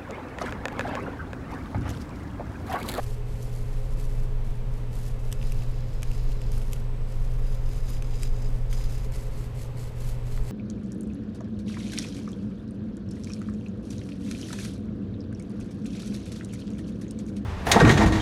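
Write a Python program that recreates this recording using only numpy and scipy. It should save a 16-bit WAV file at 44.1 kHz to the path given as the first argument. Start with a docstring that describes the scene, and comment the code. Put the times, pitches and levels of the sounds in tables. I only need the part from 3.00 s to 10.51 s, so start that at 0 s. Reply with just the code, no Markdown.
"""A toothbrush lightly scrubs the circuit board of an opened laptop on a workbench.
From the start a computer hums below: disk and fan tones, rushing fan air and a low rumble of the bench.
Short strokes hiss and crackle throughout, made of tiny random slips that also set the board ringing.
From about 0.4 s on, tufts now and then snap off a component: a bright snap, a knock and a rattle.
The brush moves from the far end to the near end at 2.3 s, to the middle at 4 s and back at 6 s."""
import sys
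import numpy as np
from scipy import signal
from scipy.fft import rfft, irfft
from scipy.io import wavfile

SR = 44100
rng = np.random.default_rng(int(sys.argv[2]) if len(sys.argv) > 2 else 0)


def generate_wav(sig):
    """Save sig (samples, or channels by samples) to the path in sys.argv[1] as 16-bit PCM at SR."""
    pcm = np.round(np.clip(np.atleast_2d(sig).T, -1, 1) * 32767).astype(np.int16)
    wavfile.write(sys.argv[1], SR, pcm)


N = 331191
TIME = np.arange(N) / SR  # seconds
FREQS = np.fft.rfftfreq(N, 1 / SR)  # Hz


# colour of the bristle hiss: [pitch_hz, relative_level_db]
BRISTLE_COLOUR = [(500, -35), (1200, 1.5), (2200, -0.5), (3300, 0.5), (4500, 1.5), (5600, 1.5), (7500, 0.5),
                  (8400, -2), (9200, 0), (11500, -2), (13300, -5), (14200, -8)]
# where the brush is on the board: [time_s, place (0 far end, 1 middle, 2 near end)]
BRUSH_PLACE = [(2.3, 0), (2.44, 2), (4.0, 2), (4.4, 1), (6.0, 1), (6.1, 0)]
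# resonances of board and brush at three places: [pitch_hz, width_hz, relative_level_db]
FAR_END_MODES = [(2060, 310, 1.5), (4440, 550, -1.5), (5220, 250, -2), (6320, 160, -1), (6940, 240, -3),
                 (7740, 280, 1), (9050, 450, -5.5), (10000, 350, -5.5), (11100, 320, -6), (12400, 380, -5)]
MIDDLE_BOARD_MODES = [(2200, 1300, -8.5), (3900, 220, -4.5), (4950, 300, 0), (5200, 200, -1.5),
                      (5980, 400, -8), (6440, 260, -5), (6900, 330, -6), (9450, 380, -17),
                      (11300, 200, -16)]
NEAR_END_MODES = [(2600, 1700, -0.5), (4060, 240, 7), (4960, 680, 4), (5470, 280, 2), (5700, 300, -4),
                  (6300, 250, -6), (6570, 180, 0.5), (7650, 300, -4), (13000, 360, -10)]


def scrubbing(sparkle_hz=9000, sparkle_db=-3, sparkle_power=1.7, fast_stroke_db=-49, bumps_db=0.94):
    """The bristle tips hiss with each stroke; bearing down rings the part of the board under the brush."""
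    # the tufts ride up and down over the components, so the strokes are uneven and the hiss flutters
    bumps = amp(bumps_db * drift(rate_hz=35))
    sweep, bearing = np.array(brush_motion()) * bumps
    hiss_slips = slips(per_s=4000, spread_db=4.5, clump_db=2.5, smooth=0.9)
    flutter = amp(1.0 * drift(rate_hz=20))
    hiss = unit(colour(hiss_slips, BRISTLE_COLOUR) * flutter)

    # fast strokes flick the tips harder, so their crackle grows faster than the hiss
    tip_slips = slips(per_s=2600, spread_db=7, clump_db=7, smooth=0.54)
    highpass = signal.butter(2, sparkle_hz, "high", fs=SR, output="sos")
    tips = signal.sosfilt(highpass, tip_slips)
    sparkle = unit(tips) * (sweep / amp(fast_stroke_db)) ** (sparkle_power - 1)

    # the same friction drives all three parts of the board; the nearest ones sound
    friction = slips(per_s=2500, spread_db=3.5, clump_db=2.5, smooth=0.83)
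    place = np.interp(TIME, *np.transpose(BRUSH_PLACE))
    board = np.zeros(N)
    for k, modes in enumerate([FAR_END_MODES, MIDDLE_BOARD_MODES, NEAR_END_MODES]):
        nearness = np.sqrt(np.maximum(1 - abs(place - k), 0))
        board += nearness * unit(ring(friction, modes))

    bristles = amp(-0.36) * hiss + amp(sparkle_db) * sparkle
    return sweep * catches() * bristles + amp(1.5) * bearing * board


# strokes of the brush, levels before the gains in scrubbing():
# [start_s, length_s, level_db, swell_db (from start to end), ring_db (board against sweep)]
BRUSH_STROKES = [(-0.028, 0.17, -54.5, -7, -5), (0.256, 0.17, -61, 6, -4), (0.394, 0.078, -55, 2, -7),
                 (0.492, 0.097, -57, 7.5, -10), (0.625, 0.234, -63, 2, -3.5), (0.864, 0.083, -61.5, -3, -2),
                 (0.96, 0.05, -53, 0, -5.5), (1.014, 0.024, -55, 1, -12), (1.057, 0.18, -61.0, 1, -5),
                 (1.425, 0.14, -63.5, -1, -7), (1.668, 0.114, -64.5, 7, -8), (1.765, 0.018, -61, 2, -12),
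                 (1.903, 0.126, -56, 3, -12), (2.041, 0.046, -48, -12, -14), (2.176, 0.25, -63, -1, -6),
                 (2.4, 0.3, -59, -7.5, -1), (2.673, 0.47, -66.5, 3, 4), (3.013, 0.22, -59.5, 2, 0),
                 (3.228, 0.089, -62.5, 12, 0), (3.344, 0.21, -68.5, 3, 7.5), (3.516, 0.094, -52.0, -5, -13),
                 (3.617, 0.14, -58, 2, -10), (3.76, 0.022, -55.5, 1, -14), (4.054, 0.43, -62, -4, -10),
                 (4.417, 0.14, -60, 5, -2.5), (4.592, 0.19, -60.5, 14, -2), (4.804, 0.13, -57.0, 11, -1),
                 (5.01, 0.24, -60, 12.5, 2), (5.302, 0.156, -65, 5.5, 6), (5.453, 0.13, -60, 0, -11),
                 (5.689, 0.18, -55.5, -3.5, 1.5), (5.87, 0.184, -57, -4.5, -3),
                 (6.109, 0.15, -57, -7, -0.5), (6.286, 0.16, -60.5, 5, 0), (6.53, 0.094, -57.5, 6, -0.5),
                 (6.753, 0.097, -56.5, 3, -1), (6.93, 0.17, -58, 13.5, -4), (7.233, 0.13, -59, 7, -0.5),
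                 (7.405, 0.14, -60.0, 11, 2)]
STROKE_ATTACK_S, STROKE_RELEASE_S = 0.029, 0.047  # the bristles bend into a stroke and relax after it
RESTING_DB, RESTING_RING_DB = -77, 2  # between strokes the brush still creeps over the board
STROKE_ENDS_DB = -1  # the hand is fastest in mid-stroke and slower at both ends


def brush_motion():
    """Strength of sweep and board ring: each stroke rises, arches, swells or sags, and lets go."""
    sweep = np.full(N, amp(RESTING_DB))
    bearing = sweep * amp(RESTING_RING_DB)
    for start, length, db, swell_db, ring_db in BRUSH_STROKES:
        during = (TIME > start) & (TIME < start + length + 10 * STROKE_RELEASE_S)
        t = TIME[during] - start
        travel = 2 * np.minimum(t / length, 1) - 1  # -1 at the start, +1 at the end
        attack = np.minimum(t / STROKE_ATTACK_S, 1)
        hold = amp(db + swell_db * travel / 2 + STROKE_ENDS_DB * travel ** 2)
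        release = np.exp(-np.maximum(t - length, 0) / STROKE_RELEASE_S)
        stroke = attack * hold * release
        # where strokes overlap, the stronger one wins
        sweep[during] = np.maximum(sweep[during], stroke)
        bearing[during] = np.maximum(bearing[during], stroke * amp(ring_db))
    return sweep, bearing


def catches(per_s=22, rise_db=6, fade_s=0.0026):
    """Gain of the sweep as single tufts catch on solder points: brief rasps at random moments."""
    t = np.arange(SR // 20) / SR
    rasp = t / fade_s * np.exp(1 - t / fade_s)
    caught = rng.random(N) * (rng.random(N) < per_s / SR)
    return 1 + (amp(rise_db) - 1) * signal.fftconvolve(caught, rasp)[:N]


def slips(per_s, spread_db, clump_db, smooth):
    """Tiny bristle slips of uneven size, bunched as tufts pass, over smooth sliding friction."""
    sizes = amp(spread_db * np.minimum(rng.exponential(1, N), 4)) * rng.choice([-1, 1], N)
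    grains = unit(sizes * (rng.random(N) < per_s / SR))
    sliding = smooth * rng.standard_normal(N)
    bunching = amp(clump_db * drift(rate_hz=130))
    return unit((grains + sliding) * bunching)


# bristle tufts snapping off components, levels before the gains in snaps():
# [time_s, bright_snap_db, dull_knock_db, knock_pitch_hz]
TUFT_SNAPS = [(0.4279, -39, -58, 2700), (2.3257, -26, -35.5, 3200), (2.4145, -53, -43, 2900),
              (2.428, -52, -42, 2700), (2.5207, -33.5, -41.5, 2500), (2.6222, -54, -45, 2700),
              (3.0301, -29.5, -33, 2590), (3.1148, -40, -42.5, 2630), (3.3179, -46, -47, 2700),
              (3.4162, -40.5, -43, 2700), (3.5179, -36.5, -50, 2700), (3.616, -44, -45.5, 3050),
              (3.7316, -28, -37, 2680), (3.764, -55, -47, 2870), (4.6887, -48, -49, 2820),
              (4.969, -56, -46, 2400), (5.0227, -37, -41, 2560), (5.136, -53, -44, 2430),
              (5.2322, -27.5, -38, 2600), (5.4245, -46, -56, 2700), (5.7277, -37, -37.5, 2150),
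              (5.8107, -50, -44, 2300), (6.121, -42, -50, 2400), (6.157, -39.5, -53, 2700),
              (7.3762, -50, -39, 1920)]
# resonances of the bright snap: [pitch_hz, width_hz, relative_level_db]
BRIGHT_SNAP_MODES = [(5000, 800, -5), (6240, 600, 0), (8100, 1200, -1.5), (10000, 2200, -5.5),
                     (12300, 2200, -6.5), (13200, 1600, -23)]
# broad resonances of the rattle in every knock: [pitch_hz, width_hz, relative_level_db]
RATTLE_MODES = [(1470, 940, -3), (3360, 800, -6)]
HARD_SNAP_DB = -31.5  # a bright_snap_db above this counts as hard
FIRST_SLIP_S, FIRST_SLIP_DB = 0.0092, -12.5  # before a hard snap the tuft gives a little: how early, how soft


def snaps(snap_db=-3, knock_db=0, rattle_db=-1.5, release_s=0.00058, lead_s=0.0001, knock_width_hz=850):
    """A tuft lets go within a few milliseconds: a bright snap, a pitched knock and a dull rattle."""
    out = np.zeros(N)
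    t = np.arange(1024) / SR
    swell = (t / release_s) ** 2 * np.exp(-t / release_s)
    per_ms = np.sqrt(SR / 1000)  # sets a click's energy as an rms level over one millisecond
    for s, bright_db, dull_db, hz in TUFT_SNAPS:
        burst = swell * rng.choice([-1.0, 1.0], len(t))
        snap = ring(burst, BRIGHT_SNAP_MODES)
        knock = t * np.exp(-np.pi * knock_width_hz * t) * np.sin(2 * np.pi * hz * t)
        rattle = ring(burst, RATTLE_MODES)
        parts = [(snap, bright_db + snap_db), (knock, dull_db + knock_db), (rattle, dull_db + rattle_db)]
        for sound, db in parts:
            click = per_ms * amp(db) * sound / np.linalg.norm(sound)
            add(out, s - lead_s, click)
            if bright_db > HARD_SNAP_DB:
                add(out, s - lead_s - FIRST_SLIP_S, amp(FIRST_SLIP_DB) * click)
    return out


# steady tones of the disk and fans: [pitch_hz, rms_db, waver (0 to 1)]
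DISK_AND_FAN_TONES = [(120, -35.5, .08), (222, -59, .4), (353, -69, .5), (412.3, -55.3, .25),
                      (422, -58, .25), (474.5, -65, .4), (527.6, -63, .4), (530, -60, .3), (633, -71.5, .5),
                      (1758, -79, .5), (2618.5, -73.5, .4), (7867, -78.7, .6)]
# slow shaking of the bench: [pitch_hz, relative_level_db, waver (0 to 1)]
BENCH_TONES = [(24.9, -25.5, 0.39), (37.5, -34.5, 0.51)]
# broad part of the shaking: [pitch_hz, relative_level_db (per Hz)]
BENCH_NOISE = [(4, -68), (10, -45), (20, -37), (30, -53), (45, -44.5), (62, -65), (85, -73), (200, -110)]
# how strongly the bench shakes: [time_s, rms_db]
BENCH_LEVEL = [(0.0, -25), (0.85, -28), (1.31, -25.5), (2.15, -29.5), (2.55, -24.5), (2.9, -29),
               (3.15, -23.5), (4.05, -27.5), (4.35, -24.5), (5.3, -24), (5.6, -26), (6.3, -25.5),
               (6.95, -30.5), (7.25, -24.5)]
# fan air and room noise, low and high part: [pitch_hz, level_db (per Hz)]
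LOW_AIR = [(30, -63), (70, -58), (95, -59), (112, -62.5), (130, -58.5), (160, -65.5), (195, -72.5),
           (250, -68.5), (300, -76.5), (380, -78)]
HIGH_AIR = [(440, -74), (540, -75.5), (600, -80), (800, -82), (950, -82.5), (1450, -89.5), (2200, -91.5),
            (3000, -95), (4500, -100.5)]
# faint hiss of the microphone: [pitch_hz, level_db (per Hz)]
FAINT_HISS = [(6000, -104.5), (7500, -107.5), (10000, -110), (14000, -112.5)]


def computer():
    """Disk and fan tones, the rush of fan air with a faint hiss, and the shaking bench."""
    shaking = unit(tones(BENCH_TONES, waver_hz=0.94) + rush(BENCH_NOISE)) * level(BENCH_LEVEL)
    air = rush(LOW_AIR + HIGH_AIR + FAINT_HISS)
    return air + tones(DISK_AND_FAN_TONES, waver_hz=1.4) + shaking


def tones(rows, waver_hz):
    """Steady tones whose strength and phase wander a little."""
    out = np.zeros(N)
    for hz, db, waver in rows:
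        wander = 1 + waver * (drift(waver_hz) + 1j * drift(waver_hz))
        turning = np.exp(2j * np.pi * (hz * TIME + rng.random()))
        out += amp(db) * unit((wander * turning).real)
    return out


def rush(spectrum):
    """Steady noise with the given level per Hz."""
    return np.sqrt(SR / 2) * colour(rng.standard_normal(N), spectrum)


def room(x, t60=0.03, wet_db=-14):
    """A short, faint tail from the bench and near walls, falling 60 dB in t60 seconds."""
    t = np.arange(SR // 3) / SR
    tail = rng.standard_normal(len(t)) * amp(-60 * t / t60) * (t > 0.002)
    return x + amp(wet_db) * signal.fftconvolve(x, tail / np.linalg.norm(tail))[:N]


def ring(x, modes):
    """Passes x through parallel resonances of alternating sign."""
    out = np.zeros(len(x))
    for k, (hz, width, db) in enumerate(modes):
        b, a = signal.iirpeak(hz, hz / width, SR)
        out += (-1) ** k * amp(db) * signal.lfilter(b, a, x)
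    return out


def drift(rate_hz):
    """Slow random wandering of rms one, up to about the given rate."""
    return unit(irfft(rfft(rng.standard_normal(N)) / (1 + (FREQS / rate_hz) ** 4), N))


def colour(x, spectrum):
    """Filters by (Hz, dB) points joined on a log-frequency axis."""
    hz, db = np.transpose(spectrum)
    gain = amp(np.interp(np.log(FREQS + 1), np.log(hz + 1), db))
    return irfft(rfft(x) * gain, N)


def level(curve):
    """Gain at every sample from rows of (s, dB)."""
    return amp(np.interp(TIME, *np.transpose(curve)))


def amp(db):
    """Decibels to gain."""
    return 10 ** (np.asarray(db) / 20)


def unit(x):
    """Scales to an rms of one."""
    return x / np.sqrt(np.mean(x ** 2) + 1e-20)


def add(mix, s, sound):
    """Mixes a sound in at time s."""
    part = mix[max(round(s * SR), 0):][:len(sound)]
    part += sound[:len(part)]


def scene():
    """The brush close by with its room tail, over the hum."""
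    brush = room(scrubbing() + snaps())
    return (brush + computer())[None]


def record(dry, edge_hz=14240):
    """A steep low-pass filter removes the treble above the edge."""
    taps = signal.firwin(601, edge_hz, window=("kaiser", 8), fs=SR)
    return signal.oaconvolve(dry, taps[None], "same")


dry = scene()
out = record(dry)
generate_wav(out)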